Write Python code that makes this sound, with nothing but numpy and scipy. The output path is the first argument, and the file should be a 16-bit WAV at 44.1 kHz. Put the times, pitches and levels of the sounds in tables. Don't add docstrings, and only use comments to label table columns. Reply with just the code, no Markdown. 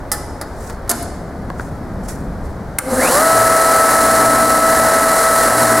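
import sys
import numpy as np
from scipy import signal
from scipy.fft import rfft, irfft, next_fast_len
from scipy.io import wavfile
from scipy.ndimage import uniform_filter1d, minimum_filter1d, map_coordinates

SR = 44100
rng = np.random.default_rng(int(sys.argv[2]) if len(sys.argv) > 2 else 0)


def wav_record(signal):
    frames = np.transpose(np.atleast_2d(signal))
    bounded = np.clip(frames, -1, 1)
    quanta = np.round(bounded * 32767).astype(np.int16)
    wavfile.write(sys.argv[1], SR, quanta)


N = 255780
TIME = np.arange(N) / SR

# frequency in Hz, level in dB.
RUMBLE_COLOUR = [(11, -30.5), (18, 0), (75, 1.5), (110, -5.5), (140, -12), (240, -120)]
# frequency in Hz, level in dB.
HANDLING_COLOUR = [(50, -34), (90, -6), (180, 1), (270, -5.5), (350, -14), (520, -37), (900, -76)]
# frequency in Hz, level in dB.
AIR_COLOUR = [(150, 2), (350, 2), (650, 1.5), (1000, -5), (1500, -8.5), (2000, -16), (2700, -31),
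              (3400, -30.5), (4500, -27.5), (7000, -32.5), (11000, -34), (15500, -43)]
# frequency in Hz, level in dB.
SCUFF_COLOUR = [(1800, 0), (3000, -16.5), (4200, -10.5), (5500, -3.5), (8500, -3), (11000, -6),
                (13000, -13.5), (16000, -15)]
# time in seconds, rumble level in dB, rubbing level in dB.
HANDLING_LEVELS = [(0, -30, -40.5), (1.0, -31.5, -35.5), (1.85, -31, -28), (2.5, -26, -29),
                   (2.8, -34, -33.5), (3.6, -37, -39)]
# time of the peak in seconds, level in dB, rise by 60 dB in seconds, fall by 60 dB in seconds.
SCUFFS = [(.607, -45.5, 0.04, 0.34), (.7, -39, 0.78, .2), (1.61, -44, 0.25, 0.71), (2.035, -46, 0.03, .5),
          (2.087, -29.5, 0.0121, 0.13), (2.11, -38.5, 0.19, 0.47), (2.452, -48, 0.1, 0.43)]
# frequency in Hz, level in dB.
ECHO_COLOUR = [(100, -3), (320, 15.5), (450, -1), (680, 8), (1300, 2), (2500, 3), (8000, -1.5), (16000, -5)]
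# frequency in Hz, time to fall by 60 dB in seconds.
ECHO_DECAY = [(150, 0.72), (600, 0.865), (2000, 0.81), (5000, 0.794), (10000, 0.606), (16000, 0.3)]
# frequency in Hz, side over middle in dB.
FRONT_WIDTH = [(30, -0.5), (200, -19.5), (2000, -26), (4000, -45.5), (7000, -13.5), (10000, -22),
               (12000, -1), (16000, -11)]
# frequency in Hz, side over middle in dB.
AROUND_WIDTH = [(30, -15.5), (200, -22), (400, -18.5), (700, -16.5), (1300, -11), (2400, -12), (4400, -7.5),
                (8000, -7), (12000, -3), (16000, -1)]
# start in seconds, level in dB.
TAPS = [(1.502, -16.5), (1.5972, -14.5), (1.607, -24.5)]
# frequency in Hz, level in dB.
TAP_COLOUR = [(200, 3), (900, 5), (1500, 11.5), (2100, -5), (2800, -24.5), (4500, -21), (8000, -34.5),
              (15000, -36)]
# start in seconds, bright clash level in dB, dull knock level in dB,
# steel ring level in dB, time for the clash to fall by 60 dB in seconds.
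CLANKS = [(.1168, -9, -24.5, -15, 0.0853), (.133, -31, -19.5, -28.5, .06), (.413, -25, -23, -32.5, 0.0505),
          (.699, -48, -28, -59.5, .08), (0.8775, -43.5, -32, -58.5, 0.076),
          (.894, -5.5, -15.5, -28.5, 0.054), (.899, -8, -16.5, -24, 0.053),
          (.909, -12, -12.5, -43.5, 0.033), (.914, -4.5, -12, -36.5, 0.026),
          (1.026, -25.5, -50.5, -64, .04)]
# frequency in Hz, level in dB.
CLASH_COLOUR = [(300, -17), (2000, -23.5), (3000, -16), (4500, -6), (7000, -0.5), (10500, 5.5), (13000, -3),
                (16000, -15.5)]
# frequency in Hz, level in dB.
KNOCK_COLOUR = [(100, -24), (320, -0.5), (400, -6.5), (510, -1), (680, -0.5), (1000, -9), (1300, -1.5),
                (2000, -10.5), (2700, -29.5), (4500, -15.5), (8000, -30.5)]
# frequency in Hz, typical level in dB, time to fall by 60 dB in seconds.
STEEL_TONES = [(832, -10, 0.248), (1280, -7.5, 0.104), (1762, -12, 0.145), (1993, -7.5, 0.0575),
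               (4960, -4.5, 0.047), (5010, -2.5, 0.051), (5200, -7.5, 0.048), (9500, -14, .07),
               (10330, -21, .08)]
# start in seconds, level in dB.
SNAPS = [(2.7856, -9), (2.7877, -3)]
# frequency in Hz, typical level in dB, time to fall by 60 dB in seconds.
SWITCH_BOX_TONES = [(1420, -4, 0.025), (1570, -11.5, 0.0206), (2047, -4, 0.027), (2250, -6.5, 0.029),
                    (8970, -14, 0.0123), (9130, 1, 0.012), (14350, -1, 0.0094)]
# frequency in Hz, level in dB relative to the growl.
GROWL_TONES = [(255, -2.5), (520, 1), (770, -12), (1250, -13)]
# cycles per turn, typical level in dB before SANDER_DB.
SHAFT_TONES = [(1, -43.5), (3, -44), (9, -43.5), (10, -39.5)]
# (before their own gains, the wobble and SANDER_DB).
HUM_LEVELS = [(3.25, -42.5, -34), (3.41, -27, -33.5), (3.67, -48.5, -35), (4.26, -29.5, -24),
              (4.65, -44.5, -26.5), (4.71, -39.5, -23.5), (5.3, -48.5, -36.5), (5.64, -27.5, -23),
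              (5.8, -32, -24)]
# (before the flutter, the speed, the octave's gain and SANDER_DB).
FAN_LEVELS = [(3.26, -17, -19), (3.34, -17, -16.5), (3.95, -21, -16.5), (3.97, -17.5, -16.5),
              (4.39, -21.5, -18.5), (4.43, -15, -18.5), (4.49, -23.5, -18.5), (4.66, -18.5, -18.5),
              (4.76, -23, -21), (4.88, -20, -20.5), (5.41, -21, -18), (5.8, -16.5, -20.5)]
# time in seconds, change of level in dB.
BELT_NEARNESS = [(3.1, 1.94), (3.5, -0.13), (4.0, 0.78), (4.5, -2), (5.0, -2), (5.45, -0.16), (5.8, 0.05)]
# frequency in Hz, level in dB.
ROAR_COLOUR = [(30, -26.5), (150, -15), (260, -3.5), (370, -6.5), (480, -0.5), (720, 1.5), (900, -2),
               (1250, -1.5), (1550, -2.5), (1950, -5), (2250, -15), (2600, -21), (3300, -39.5), (5000, -68)]
# frequency in Hz, level in dB.
HISS_COLOUR = [(1650, -58.5), (2800, -9.5), (3240, -12.5), (3720, -9), (4060, -3.5), (6020, -5), (7390, -1),
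               (10600, 1.5), (11200, -1), (13100, -9.5), (15200, -14), (16000, -13.5)]
# frequency in Hz, left over right in dB.
MICROPHONE_BALANCE = [(40, 0), (110, 1), (1300, 1.52), (2400, -0.83), (4400, -1), (8500, -0.14),
                      (10000, -3), (11500, -6), (12700, -2.5), (13800, 2.5), (16000, 2)]

SHAFT_HZ, LAP_HZ = 59.43, 20.425
TOP_HZ = 15900
START_S, RUN_UP_S = 2.79, .465
SLUGGISH = .2
SANDER_DB = 3.5
ROAR_DB, HISS_DB = -16, -20
ROAR_GROWS, HISS_GROWS = 0.69, 0.955
TAUT_S, SLACK_DB = 3.004, -3
GROWL_DB = -24.5
GROWL_ATTACK_S, GROWL_HOLD_S, GROWL_RELEASE_S = 0.162, 0.061, 0.194
THROB_HZ, THROB_DB, THROB_AT_S = 17.95, 5, 2.933
AIR_DB = -30.5
CEILING_DB, SQUEEZE, RECOVER_DB_PER_S = -2.5, 0.795, 56


def amp(db):
    return 10 ** (np.asarray(db) / 20)


def unit(x):
    return x / np.sqrt(np.mean(x ** 2) + 1e-20)


def along(points, hz):
    point_hz, value = np.transpose(points)
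    return np.interp(np.log(hz + 1), np.log(point_hz + 1), value)


def curves(rows):
    s, *columns = np.transpose(rows)
    return [np.interp(TIME, s, column) for column in columns]


def wobble(rate):
    points = rng.standard_normal(int(N * rate / SR) + 4)
    return map_coordinates(points, [TIME * rate])


def filtered(x, response):
    n = x.shape[-1]
    m = next_fast_len(n + 8192)
    hz = np.fft.rfftfreq(m, 1 / SR)
    return irfft(rfft(x, m) * response(hz), m)[..., :n]


def colour(pair, spectrum, width):
    def middle_and_side(hz):
        return amp(along(spectrum, hz)) * [np.ones(len(hz)), amp(along(width, hz))]

    mid, side = filtered(pair, middle_and_side)
    return unit(np.array([mid + side, mid - side]))


def noise(spectrum, width=AROUND_WIDTH, size=N):
    return colour(rng.standard_normal((2, size)), spectrum, width)


def tone(cycles):
    return np.sqrt(2) * np.sin(2 * np.pi * (cycles + rng.random()))


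def fade(t, t60):
    return np.exp(-np.log(1000) * t / t60)


def swell(s, rise, fall):
    before, after = np.maximum(s - TIME, 0), np.maximum(TIME - s, 0)
    return fade(before, rise) * fade(after, fall)


def ring(modes, t):
    return sum(amp(db + rng.normal(0, 1.0)) * fade(t, t60) * tone(hz * t) for hz, db, t60 in modes)


def add(track, s, sound):
    track[:, round(s * SR):][:, :sound.shape[-1]] += sound


def shop():
    rumble_db, rubbing_db = curves(HANDLING_LEVELS)
    rumble = amp(rumble_db + 1.8 * wobble(9)) * noise(RUMBLE_COLOUR)
    handling = amp(rubbing_db + 1.25 * wobble(8)) * noise(HANDLING_COLOUR)
    air = amp(AIR_DB) * noise(AIR_COLOUR)
    strokes = sum(amp(db) * swell(s, rise, fall) for s, db, rise, fall in SCUFFS)
    roughness = amp(1.77 * wobble(120))
    scuffs = strokes * roughness * noise(SCUFF_COLOUR)
    return rumble + handling + air + scuffs


def room(x):
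    hz, t, grains = signal.stft(noise(ECHO_COLOUR, size=SR), SR, nperseg=256)
    decay = fade(t, along(ECHO_DECAY, hz)[:, None])
    build_up = 1 - np.exp(-t / 0.0027)
    tail = signal.istft(grains * decay * build_up, SR, nperseg=256)[1]
    tail = tail / np.linalg.norm(tail[0])
    mono = x.mean(axis=0)[None]
    return signal.fftconvolve(mono, tail, axes=1)[:, :N]


def taps():
    track, t = np.zeros((2, N)), np.arange(SR // 10) / SR
    for s, db in TAPS:
        add(track, s, amp(db) * fade(t, 0.0226) * noise(TAP_COLOUR, size=len(t)))
    return track


def clanks():
    track, t = np.zeros((2, N)), np.arange(SR // 2) / SR
    for s, clash_db, knock_db, ring_db, t60 in CLANKS:
        clash = amp(clash_db) * fade(t, t60) * noise(CLASH_COLOUR, FRONT_WIDTH, size=len(t))
        knock = amp(knock_db) * fade(t, 0.1022) * noise(KNOCK_COLOUR, FRONT_WIDTH, size=len(t))
        steel = amp(ring_db) * ring(STEEL_TONES, t)
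        add(track, s, clash + knock + steel)
    return track


def switch():
    track, t = np.zeros((2, N)), np.arange(SR // 4) / SR
    for s, db in SNAPS:
        crack = amp(0.5) * fade(t, 0.0208) * noise(CLASH_COLOUR, FRONT_WIDTH, size=len(t))
        knock = amp(-10.5) * fade(t, 0.093) * noise(TAP_COLOUR, FRONT_WIDTH, size=len(t))
        box = amp(-7) * ring(SWITCH_BOX_TONES, t)
        add(track, s, amp(db) * (crack + knock + box))
    return track


def run_up():
    u = np.clip((TIME - START_S) / RUN_UP_S, 0, 1)
    return u + u * (1 - u) * (u ** 3 - SLUGGISH * (1 - u))


def starting_growl():
    corners = START_S + np.cumsum([0, GROWL_ATTACK_S, GROWL_HOLD_S, GROWL_RELEASE_S])
    inrush = np.interp(TIME, corners, [0, 1, 1, 0])
    throb_db = THROB_DB * np.cos(2 * np.pi * THROB_HZ * (TIME - THROB_AT_S))
    tones = sum(amp(db) * tone(hz * TIME + 0.17 * wobble(45)) for hz, db in GROWL_TONES)
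    return inrush * amp(GROWL_DB + throb_db) * tones


def motor(speed, travel):
    turns = SHAFT_HZ * travel
    shaft = sum(amp(db + 1.9 * wobble(2.895)) * tone(order * turns + 0.052 * wobble(3.97))
                for order, db in SHAFT_TONES)

    def hum_tone(order):
        return amp(1.06 * wobble(8)) * tone(order * turns + 0.139 * wobble(9))

    low_db, high_db = curves(HUM_LEVELS)
    low_hum = amp(low_db) * hum_tone(2)
    high_hum = amp(high_db) * (0.586 * hum_tone(4) + 0.547 * hum_tone(5))
    return starting_growl() + speed ** 4 * (shaft + low_hum + high_hum)


def fan(speed, travel, blades=11):
    first_db, second_db = curves(FAN_LEVELS)
    passes = blades * SHAFT_HZ * travel
    first = amp(first_db + .7 * wobble(25)) * tone(passes + .012 * wobble(20))
    second = amp(second_db + 0.85 * wobble(24.953)) * tone(2 * passes + 0.014 * wobble(9.1))
    third = amp(-33 + 1.5 * wobble(4)) * tone(3 * passes)
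    airborne = np.clip((speed - .66) / .1, 0, 1)
    return airborne * (speed * first + speed ** 4 * (1.098 * second + third))


def zing(speed, travel, full_hz, loudest_hz, db, width, fuzz_rate):
    now_hz = full_hz * speed
    offset = (now_hz - loudest_hz) / (width * loudest_hz)
    resonance = 1 / (1 + offset ** 2)
    angle = 2 * np.pi * full_hz * travel
    fuzzy_note = unit(wobble(fuzz_rate) * np.sin(angle) + wobble(fuzz_rate) * np.cos(angle))
    audible = (speed > 0) * np.clip((TOP_HZ - now_hz) / 1000, 0, 1)
    return amp(db) * fuzzy_note * audible * resonance


def belt_noise(laps, speed, spectrum, repeat):
    size = int(SR / LAP_HZ)
    place = (laps % 1) * size
    grit = rng.standard_normal((2, size))
    surface = np.array([map_coordinates(row, [place], mode="grid-wrap") for row in grit])
    share = repeat * speed ** 4
    fresh = rng.standard_normal((2, N))
    return colour(np.sqrt(share) * surface + np.sqrt(1 - share) * fresh, spectrum, FRONT_WIDTH)


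def belt(speed, travel):
    near_db, = curves(BELT_NEARNESS)
    laps = LAP_HZ * travel + 0.000428 * wobble(2.0086)
    flap = tone(2 * laps) + .6 * (tone(laps) + tone(4 * laps) + tone(6 * laps))
    roar_db = ROAR_DB + near_db + .5 * flap + 0.69 * wobble(16)
    hiss_db = HISS_DB + near_db + 0.672 * flap + 0.4 * wobble(14)
    roar = amp(roar_db) * belt_noise(laps, speed, ROAR_COLOUR, repeat=0.336)
    hiss = amp(hiss_db) * belt_noise(laps, speed, HISS_COLOUR, repeat=0.443)
    dull = filtered(roar, lambda hz: 1 / (1 + (hz / 900) ** 2))
    blended_roar = speed * roar + (1 - speed) * dull
    taut = amp(np.interp(TIME - TAUT_S, [0, .01], [SLACK_DB, 0]))
    return taut * (speed ** ROAR_GROWS * blended_roar + speed ** HISS_GROWS * hiss)


def sander():
    speed = run_up()
    travel = np.cumsum(speed) / SR
    weave = zing(speed, travel, full_hz=3996, loudest_hz=2110, db=-25.0, width=0.223, fuzz_rate=400)
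    grit = zing(speed, travel, full_hz=25000, loudest_hz=9200, db=-33, width=.16, fuzz_rate=1400)
    machine = motor(speed, travel) + fan(speed, travel) + weave + grit + belt(speed, travel)
    return amp(SANDER_DB) * machine


def scene():
    metal, snap = clanks(), switch()
    echo = room(amp(-10.5) * metal + amp(-12) * snap)
    return shop() + echo + taps() + metal + snap + sander()


def limiter(x):
    peak_db = 20 * np.log10(np.abs(x).max(axis=0) + 1e-9)
    excess_db = SQUEEZE * np.maximum(peak_db - CEILING_DB, 0)
    recovery_db = RECOVER_DB_PER_S * TIME
    cut_db = np.maximum.accumulate(excess_db + recovery_db) - recovery_db
    held_db = minimum_filter1d(-cut_db, size=44)
    return x * amp(uniform_filter1d(held_db, size=44))


def record(dry):
    def microphones(hz):
        balance_db = along(MICROPHONE_BALANCE, hz)
        return amp(np.array([balance_db, -balance_db]) / 2)

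    limited = limiter(filtered(dry, microphones))
    return filtered(np.clip(limited, -1, 1), lambda hz: hz < TOP_HZ)


dry = scene()
out = record(dry)
wav_record(out)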